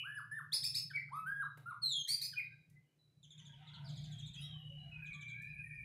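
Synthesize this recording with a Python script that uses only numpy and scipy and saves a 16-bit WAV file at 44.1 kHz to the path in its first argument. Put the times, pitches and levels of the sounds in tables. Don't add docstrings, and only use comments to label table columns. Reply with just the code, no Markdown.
import sys
import numpy as np
from scipy import signal
from scipy.io import wavfile
from scipy.ndimage import uniform_filter1d

SR = 44100
rng = np.random.default_rng(int(sys.argv[2]) if len(sys.argv) > 2 else 0)


def voltage_ratio(decibels):
    exponent = np.asarray(decibels, float) / 20
    return 10 ** exponent


def to_wav(s):
    ch = np.atleast_2d(s).T
    pcm = np.round(np.clip(ch, -1, 1) * 32767)
    wavfile.write(sys.argv[1], SR, pcm.astype(np.int16))


N = 257544


def evened(x):
    return x / np.sqrt(np.mean(x ** 2) + 1e-20)


def read(points, hz):
    f, value = np.transpose(points)
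    return np.interp(np.log(hz + 1), np.log(f + 1), value)


def along(rows):
    s, value = np.transpose(rows)
    return np.interp(np.arange(N) / SR, s, value)


def add(mix, s, sound):
    part = mix[round(s * SR):][:len(sound)]
    part += sound[:len(part)]


def wander(count, seconds):
    span = max(round(seconds * SR), 1)
    once = uniform_filter1d(rng.standard_normal(count), span)
    return evened(uniform_filter1d(once, span))


def noise(colour, patchy_db):
    a, b, patches = rng.standard_normal((3, N // 256 + 5, 513))
    patches = evened(uniform_filter1d(uniform_filter1d(patches, 10, 0), 6, 1))
    gain_db = read(colour, np.fft.rfftfreq(1024, 1 / SR)) + patchy_db * patches
    z = (a + 1j * b) * voltage_ratio(gain_db)
    return evened(signal.istft(z.T, nperseg=1024, noverlap=768)[1][:N])


# pitch in Hz, relative level in dB.
BUZZ_COLOUR = [(4000, -32.5), (7500, -38.5), (8800, -14), (10300, -4.5), (12200, -8), (14000, -29.5)]
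# pitch in Hz, relative level in dB.
RASP_COLOUR = [(1000, -53.5), (1700, 1.5), (2500, -5), (3200, -19.5), (5000, 1.5), (7000, -3.5), (9000, -1),
               (15600, -2)]


def whistle(rows, over_db, rasp_db=None, quaver=0., buzz_db=-23):
    s, hz, db = np.transpose(rows)
    t = np.arange(s[0], s[-1], 1 / SR)
    hz = uniform_filter1d(np.interp(t, s, hz), 300, mode="nearest")
    hz = hz * (1 + quaver * wander(len(t), .005))
    level_db = np.interp(t, s, db)
    effort_db = level_db - db.max()
    turn = 2 * np.pi * np.cumsum(hz) / SR
    shake = .15 if rasp_db is None else .4
    tone = (1 + shake * wander(len(t), 0.0026)) * np.sin(turn)
    for k in range(2, 10):
        strength = voltage_ratio(over_db - 13.7 * (k - 1.7352)) + voltage_ratio(read(BUZZ_COLOUR, k * hz) + buzz_db)
        patchy = voltage_ratio(0.6 * effort_db + 7.3 * wander(len(t), 0.02))
        fray = .05 * k ** 2 * wander(len(t), 0.0078)
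        tone += strength * patchy * (k * hz < 16000) * np.sin(k * turn + fray)
    if rasp_db is not None:
        for k in range(1, 20):
            strand_db = rasp_db + read(RASP_COLOUR, k * hz / 4) - 2.4 * (k % 2) + effort_db / 2
            flutter = .7 + wander(len(t), .0017)
            tone += voltage_ratio(strand_db) * (k * hz < 64000) * flutter * np.sin(k * turn / 4 + k)
    edges = np.clip(np.minimum(t - s[0], s[-1] - t) / 0.0046, 0, 1)
    return np.sqrt(2) * voltage_ratio(level_db) * tone * edges


def upstroke(s, length, db, top_hz, fade_db, start=.6, ease=.22):
    u = np.linspace(0, 1, num=16)
    hz = top_hz * (1 - (1 - start) * np.exp(-(u / ease) ** 1.7))
    onset_db = -28 * np.exp(-(u / 0.14) ** 2)
    return list(zip(s + u * length, hz, db + onset_db + fade_db * u ** 0.89 - 10.5 * u ** 6))


# start in seconds, length in seconds, level in dB before fading, top pitch in Hz, fade in dB.
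WHIPS = [(0.517, .08, -28, 5212, -20), (.627, 0.067, -30.5, 5256, -14), (0.736, .08, -32.5, 5226, -10.5)]


def raspy_upstrokes():
    return [(row[0], whistle(upstroke(*row), over_db=-11.5, rasp_db=-18)) for row in WHIPS]


# start in seconds, length in seconds, level in dB before fading, top pitch in Hz, fade in dB.
SCRAPES = [(2.062, .1, -39.5, 4753, 1.2), (2.203, .068, -41.5, 4907, 1.8)]


def scraping_upstrokes():
    return [(row[0], whistle(upstroke(*row, start=.72, ease=.3), over_db=-5, rasp_db=-16.5, quaver=.013))
            for row in SCRAPES]


# start in seconds, length in seconds, level in dB before fading, top pitch in Hz, fade in dB.
RISES = [(1.082, 0.036, -63, 1593, -14), (1.102, 0.13, -44, 1291, -3.5)]


def clear_upstrokes():
    return [(row[0], whistle(upstroke(*row, ease=.25), over_db=-14.5)) for row in RISES]


def arch(s, length, db, start_hz, top_hz):
    climb_s, drop_s, bottom_hz, accent_db = .025, .03, 970, 4
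    t = np.linspace(0, length - drop_s, num=12)
    lean = 1 - 0.032 * (t / t[-1]) ** 6
    hz = top_hz * lean - (top_hz - start_hz) * np.exp(-t / climb_s)
    slack_db = -51.5 * t[-1] * np.sin(np.pi * (t / t[-1]) ** 1.62) ** 2
    t = np.append(t, [length - .75 * drop_s, length])
    hz = np.append(hz, [.92 * hz[-1], bottom_hz])
    onset_db = -10 * np.exp(-t / 0.0027)
    low_db = -42.5 * (1 - hz / top_hz)
    return list(zip(s + t, hz, db + onset_db + low_db + np.append(slack_db, [accent_db, accent_db])))


# start in seconds, length in seconds, level in dB before shaping, start pitch in Hz, top pitch in Hz.
ARCHES = [(0.029, 0.18, -44, 959, 1743), (0.31, .1, -43, 1644, 1841), (1.254, .192, -39, 1384, 1659),
          (1.656, 0.076, -44, 1308, 1481)]


def arched_whistles():
    return [(row[0], whistle(arch(*row), over_db=-31)) for row in ARCHES]


def pip(s, length, db, top_hz, end_hz):
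    return [(s, .98 * top_hz, db - 27.5), (s + 0.56 * length, top_hz, db),
            (s + 0.64 * length, .98 * top_hz, db - 7), (s + length, end_hz, db - 11.5)]


# start in seconds, length in seconds, peak in dB, top pitch in Hz, end pitch in Hz.
PIPS = [(-.11, .07, -27, 2950, 2296), (0.932, 0.056, -32.5, 2298, 1920), (2.355, .053, -34, 2468, 1975)]


def pips():
    return [(row[0], whistle(pip(*row), over_db=-30.5)) for row in PIPS]


# start in seconds, peak in dB, overtones in dB.
GRACES = [(0.898, -48.5, -5.5), (2.322, -54, 7)]
GRACE_HZ = (1950, 1532, 1440)


def grace_notes():
    length_s, edge_db = .033, -16
    notes = []
    for s, db, over_db in GRACES:
        times = s + length_s * np.arange(3) / 2
        rows = list(zip(times, GRACE_HZ, [db + edge_db, db, db + edge_db]))
        notes.append((s, whistle(rows, over_db)))
    return notes


# time in seconds, pitch in Hz, level in dB.
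SLIDE = [(1.816, 4460, -57), (1.836, 4236, -34), (1.892, 3916, -41.5), (1.95, 3327, -41),
         (2.015, 3203, -42), (2.028, 3000, -82)]


def slide():
    return [(SLIDE[0][0], whistle(SLIDE, over_db=-11))]


# start in seconds, level in dB before shaping, brightness from 0 to 1.
TAPS = [(0.545, -37.5, 0.02), (0.642, -50.5, 0.13), (1.572, -38, 0.14), (1.597, -50, 0.12),
        (2.697, -65, 0.85), (5.418, -58.5, 1)]


def foot_taps():
    t = np.arange(1300) / SR
    taps = []
    for s, db, bright in TAPS:
        burst = rng.standard_normal(len(t)) * voltage_ratio(db - 60 * t / .05) * (1 - np.exp(-t / 0.0032))
        dull = signal.lfilter(*signal.butter(1, [350, 1200], "band", fs=SR), burst)
        taps.append((s, bright * np.diff(burst, prepend=0) + (1 - bright) * dull))
    return taps


def yard(x, wet_db, build_s, t60, treble_t60, stop_s, late_db, late_t60):
    taps, t = np.zeros(SR), np.arange(SR) / SR
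    count = SR // 20 - 1
    places = np.arange(0, SR - 20, 20) + rng.integers(0, 20, count)
    taps[places] = rng.choice([-1., 1.], count)
    low = signal.sosfiltfilt(signal.butter(4, 5800, fs=SR, output="sos"), taps)
    build = np.clip(t / build_s, 0, 1)
    stop = 1 / (1 + np.exp((t - stop_s) / .012))
    early = (low * voltage_ratio(-60 * t / t60) + (taps - low) * voltage_ratio(-60 * t / treble_t60)) * build * stop
    late = low * build * voltage_ratio(-60 * t / late_t60)
    tail = (evened(early) + voltage_ratio(late_db) * evened(late)) / np.sqrt(SR)
    return x + voltage_ratio(wet_db) * signal.fftconvolve(x, tail)[:len(x)]


def songbird():
    lead_s = .15
    near = np.zeros(N + round(lead_s * SR))
    notes = raspy_upstrokes() + scraping_upstrokes() + clear_upstrokes() + arched_whistles()
    notes += pips() + grace_notes() + slide()
    for s, sound in notes + foot_taps():
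        add(near, lead_s + s, sound)
    return yard(near, wet_db=-4.5, build_s=.028, t60=0.23, treble_t60=0.23, stop_s=0.36,
                late_db=-12.0, late_t60=0.51)[-N:]


def chirp(db, top_hz, end_hz, octave_db):
    u = np.linspace(0, 1, 1100)
    turn = 2 * np.pi * np.cumsum(end_hz + (top_hz - end_hz) * (1 - u) ** 1.526) / SR
    overtones = voltage_ratio(octave_db - 2.5 * (1 - u)) * (np.sin(2 * turn) + 0.18 * np.sin(3 * turn))
    flicker = 1 + 0.31 * wander(len(u), 0.0023)
    return voltage_ratio(db) * (np.sin(turn) + overtones) * signal.windows.tukey(len(u), .15) * flicker


# first chirp in seconds, last chirp in seconds, level in dB, start pitch in Hz.
RUNS = [(3.229, 3.452, -62.5, 3790), (3.885, 4.335, -60, 4050), (5.054, 5.281, -63, 4050)]


def chirp_runs():
    beat_s, first_db = .076, -5.5
    chirps = []
    for first, last, db, top_hz in RUNS:
        for k, s in enumerate(np.linspace(first, last, round((last - first) / beat_s) + 1)):
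            end_hz, octave_db = (3200, -6) if k % 2 else (3000, -4.5)
            level_db = db + first_db * (k == 0) + 1.8 * rng.standard_normal()
            chirps.append((s, chirp(level_db, top_hz, end_hz, octave_db)))
    return chirps


# start in seconds, level in dB, start pitch in Hz, end pitch in Hz.
LONE_CHIRPS = [(3.519, -63, 3510, 3000), (3.67, -61, 4030, 3200), (3.735, -60.5, 4490, 3265),
               (3.74, -59.5, 3570, 2850), (3.845, -62, 5180, 4520), (3.865, -67, 4540, 3200)]


def lone_chirps():
    return [(s, chirp(db, top_hz, end_hz, octave_db=-23)) for s, db, top_hz, end_hz in LONE_CHIRPS]


# first chirp in seconds, last chirp in seconds,
# level in dB, change of level along the rattle in dB, highest start pitch in Hz.
RATTLES = [(3.56, 3.721, -75.5, 4, 4036), (3.857, 4.07, -63.5, -5, 5260)]


def rattles():
    chirps = []
    for first, last, db, fade_db, top_hz in RATTLES:
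        for s in np.arange(first, last, .022):
            start_hz = top_hz * rng.uniform(0.96, 1)
            level_db = db + fade_db * (s - first) / (last - first)
            chirps.append((s + 0.012 * rng.random(), chirp(level_db, start_hz, .7 * start_hz, octave_db=-23)))
    return chirps


def far_voice(rows, quaver):
    sound = whistle(rows, over_db=-41.5, quaver=quaver, buzz_db=-32.5)
    return rows[0][0], sound * voltage_ratio(3 * wander(len(sound), .015))


# start in seconds, length in seconds, peak in dB, pitch in Hz.
PEEPS = [(1.423, 0.31, -79.5, 3864), (2.424, 0.24, -78, 3870), (2.985, 0.32, -84, 3946),
         (4.143, 0.095, -54, 3273), (4.226, 0.11, -58, 3620), (4.342, 0.076, -54.5, 3250),
         (4.417, 0.15, -56, 3775), (4.784, .2, -79, 3990), (5.377, 0.23, -77, 3940)]


def peeps():
    return [far_voice([(s, hz, db), (s + length, hz, db - 20.5)], quaver=0.0098)
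            for s, length, db, hz in PEEPS]


def call(s, length, db, start_hz, end_hz):
    swell = 0.59
    return [(s, start_hz, db - 14.5), (s + swell * length, start_hz + swell * (end_hz - start_hz), db),
            (s + length, end_hz, db - 10.5)]


# start in seconds, length in seconds, peak in dB, start pitch in Hz, end pitch in Hz.
CLEAR_CALLS = [(2.455, 0.13, -75.5, 1606, 1569), (2.698, 0.12, -80, 1935, 2082),
               (2.832, 0.092, -91, 2890, 3000), (5.093, 0.14, -74.5, 1174, 1150),
               (5.5, 0.05, -80, 695, 709), (5.435, .4, -80, 9800, 9800)]
# start in seconds, length in seconds, peak in dB, start pitch in Hz, end pitch in Hz.
HOARSE_CALLS = [(4.4, 0.061, -77, 680, 580), (3.57, 0.081, -76.5, 690, 770), (3.74, 0.28, -71.5, 660, 640),
                (3.92, 0.26, -77.5, 700, 690), (3.6, 0.292, -73, 1300, 1500), (3.58, 0.35, -74.5, 970, 920),
                (4.63, 0.15, -72.5, 530, 560), (4.77, 0.13, -71.5, 690, 700), (4.9, .2, -71.5, 1332, 1690)]


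def far_calls():
    clear = [far_voice(call(*row), quaver=.01) for row in CLEAR_CALLS]
    return clear + [far_voice(call(*row), quaver=.05) for row in HOARSE_CALLS]


# start in seconds, length in seconds, level in dB, start pitch in Hz, end pitch in Hz.
FAR_SCRAPES = [(4.352, 0.13, -72.5, 4500, 5830)]


def far_scrapes():
    return [(row[0], whistle(call(*row), over_db=2.4335, rasp_db=-5.5, quaver=0.018)) for row in FAR_SCRAPES]


def syllables(rows):
    s, hz, db = np.transpose(rows)
    t = np.arange(s[0], s[-1], .075 / 16)
    pace = 1 + 0.55 * evened(uniform_filter1d(rng.standard_normal(len(t)), size=30))
    hook = (np.cumsum(pace) / 16 % 1) ** 5
    return list(zip(t, np.interp(t, s, hz) * (1 - .1 * hook), np.interp(t, s, db) - 6.5 * hook))


# time in seconds, pitch in Hz, level in dB before the hooks.
WARBLE = [(4.915, 2574, -58), (4.95, 2533, -60.5), (5.05, 2486, -56), (5.2, 2351, -60), (5.45, 2395, -56.5),
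          (5.55, 2466, -57), (5.68, 2417, -60), (5.76, 2425, -54.5), (5.84, 2416, -61)]
# time in seconds, pitch in Hz, level in dB before the hooks.
LOW_WHISTLE = [(5.14, 1744, -78), (5.259, 1730, -80.5), (5.319, 1558, -81), (5.421, 1742, -61.5),
               (5.5, 1790, -75), (5.6, 1684, -74), (5.65, 1872, -66), (5.84, 1800, -71)]
# time in seconds, pitch in Hz, level in dB.
DESCENT = [(4.35, 2400, -67), (4.399, 2820, -63), (4.449, 3334, -59.5), (4.53, 3134, -61.5),
           (4.599, 2932, -64.5), (4.8, 2927, -61), (4.96, 2877, -72)]


def long_songs():
    return [far_voice(rows, quaver=.012) for rows in (syllables(WARBLE), DESCENT, syllables(LOW_WHISTLE))]


def streaks():
    s, db = np.transpose(CHATTER)
    calls = []
    for a, b, c, d, e in rng.random((70, 5)):
        when, hz = 3.3 + 2.3 * d, 600 + 2400 * e
        level_db = np.interp(when, s, db) - 12.5 + 6 * b
        rows = call(when, .06 + .14 * a, level_db, hz, hz * (.94 + 0.098 * c))
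        calls.append(far_voice(rows, quaver=.03))
    return calls


def far_birds():
    far = np.zeros(N)
    notes = chirp_runs() + lone_chirps() + rattles() + peeps() + far_calls() + far_scrapes()
    for s, sound in notes + long_songs() + streaks():
        add(far, s, sound)
    return yard(far, wet_db=0.89, build_s=0.0015, t60=0.19, treble_t60=.18, stop_s=0.14,
                late_db=-12, late_t60=0.72)


def wavering(lines):
    t = np.arange(N) / SR
    return evened(sum(voltage_ratio(db + 4.1 * wander(N, 0.099)) * np.sin(2 * np.pi * hz * t + 0.46 * wander(N, 0.029))
                      for hz, db in lines))


ENGINE_DB = [-21, -11.5, -10.5, -4, 6, -7, -20, -25]


def engine():
    firing_hz = 30.22
    return wavering([(firing_hz * k, db) for k, db in enumerate(ENGINE_DB, 1)])


# multiple of its base rate, relative level in dB.
DRONE = [(5, 1.5), (6, 5.5), (7, -18.5)]


def drone():
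    base_hz = 23.61
    return wavering([(base_hz * k, db) for k, db in DRONE])


def roar(level_db):
    band = noise([(150, -32.5), (220, 0.5), (300, -3.5), (450, -28.5)], patchy_db=2)
    return voltage_ratio(-24.5 + level_db - level_db.max()) * band


# time in seconds, level in dB before the dips.
HUM = [(0, -64), (.7, -57.5), (1.6, -59.5), (2.3, -63.5), (2.8, -64), (2.9, -85.5), (3.05, -74), (3.4, -58),
       (3.66, -60), (3.9, -46.5), (4.25, -49.5), (4.6, -51), (5.1, -55.5), (5.84, -56.5)]
# time in seconds, share from 0 to 1.
ENGINE_SHARE = [(0, 0.06), (3.5, 0.54), (4.0, 0.69), (5.0, 0.75), (5.84, 0.21)]
# time in seconds, depth in dB.
HUM_DIPS = [(.57, 21), (1.749, 15.5), (2.061, 30), (2.2, 5), (2.65, 23), (3.131, 11), (3.331, 12),
            (4.338, 13), (4.62, 6.5)]


def hum():
    share = np.clip(along(ENGINE_SHARE), 0, 1)
    rumble = noise([(20, -26.5), (60, -8.0), (140, 17), (190, -5.5), (300, -40.5)], patchy_db=2.2)
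    mix = np.sqrt(share) * engine() + np.sqrt(1 - share) * drone() + voltage_ratio(-16.0) * rumble
    power = uniform_filter1d(mix ** 2, 5000)
    levelled = mix / np.sqrt(power + 0.025)
    dips_db = sum(db * np.exp(-((np.arange(N) / SR - s) / .022) ** 2) for s, db in HUM_DIPS)
    level_db = along(HUM)
    return voltage_ratio(level_db - dips_db) * (levelled + roar(level_db))


# centre in seconds, half length in seconds, level in dB.
GUSTS = [(4.296, 0.44, -71), (4.876, 0.21, -60.5), (5.78, .2, -58.5)]


def wind():
    t = np.arange(N) / SR
    gusts = sum(voltage_ratio(db) * np.exp(-((t - s) / half) ** 2) for s, half, db in GUSTS)
    return gusts * noise([(20, -2.5), (60, -1.5), (90, -8.5), (140, -56.5)], patchy_db=4.1)


# time in seconds, level in dB before a fixed trim.
CHATTER = [(0, -97.5), (3.249, -93.5), (3.399, -73.5), (3.75, -71.5), (3.9, -75), (4.5, -73), (4.62, -88.5),
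           (4.9, -75), (5.84, -95.5)]
# pitch in Hz, relative level in dB per Hz.
CHATTER_COLOUR = [(250, -11.5), (600, -8), (1300, -3.5), (2400, 8), (3500, -3), (6000, -15), (11000, -23.5),
                  (15600, -35)]


def chatter():
    return voltage_ratio(along(CHATTER) - 2.5) * noise(CHATTER_COLOUR, patchy_db=4.0)


# pitch in Hz, relative level in dB per Hz.
HISS_COLOUR = [(30, -8), (300, 11), (1000, -6.5), (3000, -9.5), (9000, -12), (15600, -12)]


def hiss():
    return voltage_ratio(-84) * noise(HISS_COLOUR, patchy_db=0.63)


def scene():
    return (songbird() + far_birds() + hum() + wind() + chatter() + hiss())[None]


def top_cut(x):
    return signal.sosfilt(signal.butter(12, 15700, fs=SR, output="sos"), x)


def record(dry):
    edges = np.vstack([signal.butter(2, 48, "high", fs=SR, output="sos"),
                       signal.butter(2, 12500, fs=SR, output="sos"),
                       signal.butter(8, 15300, fs=SR, output="sos")])
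    mix = signal.sosfilt(edges, dry)
    return top_cut(mix)


dry = scene()
out = record(dry)
to_wav(out)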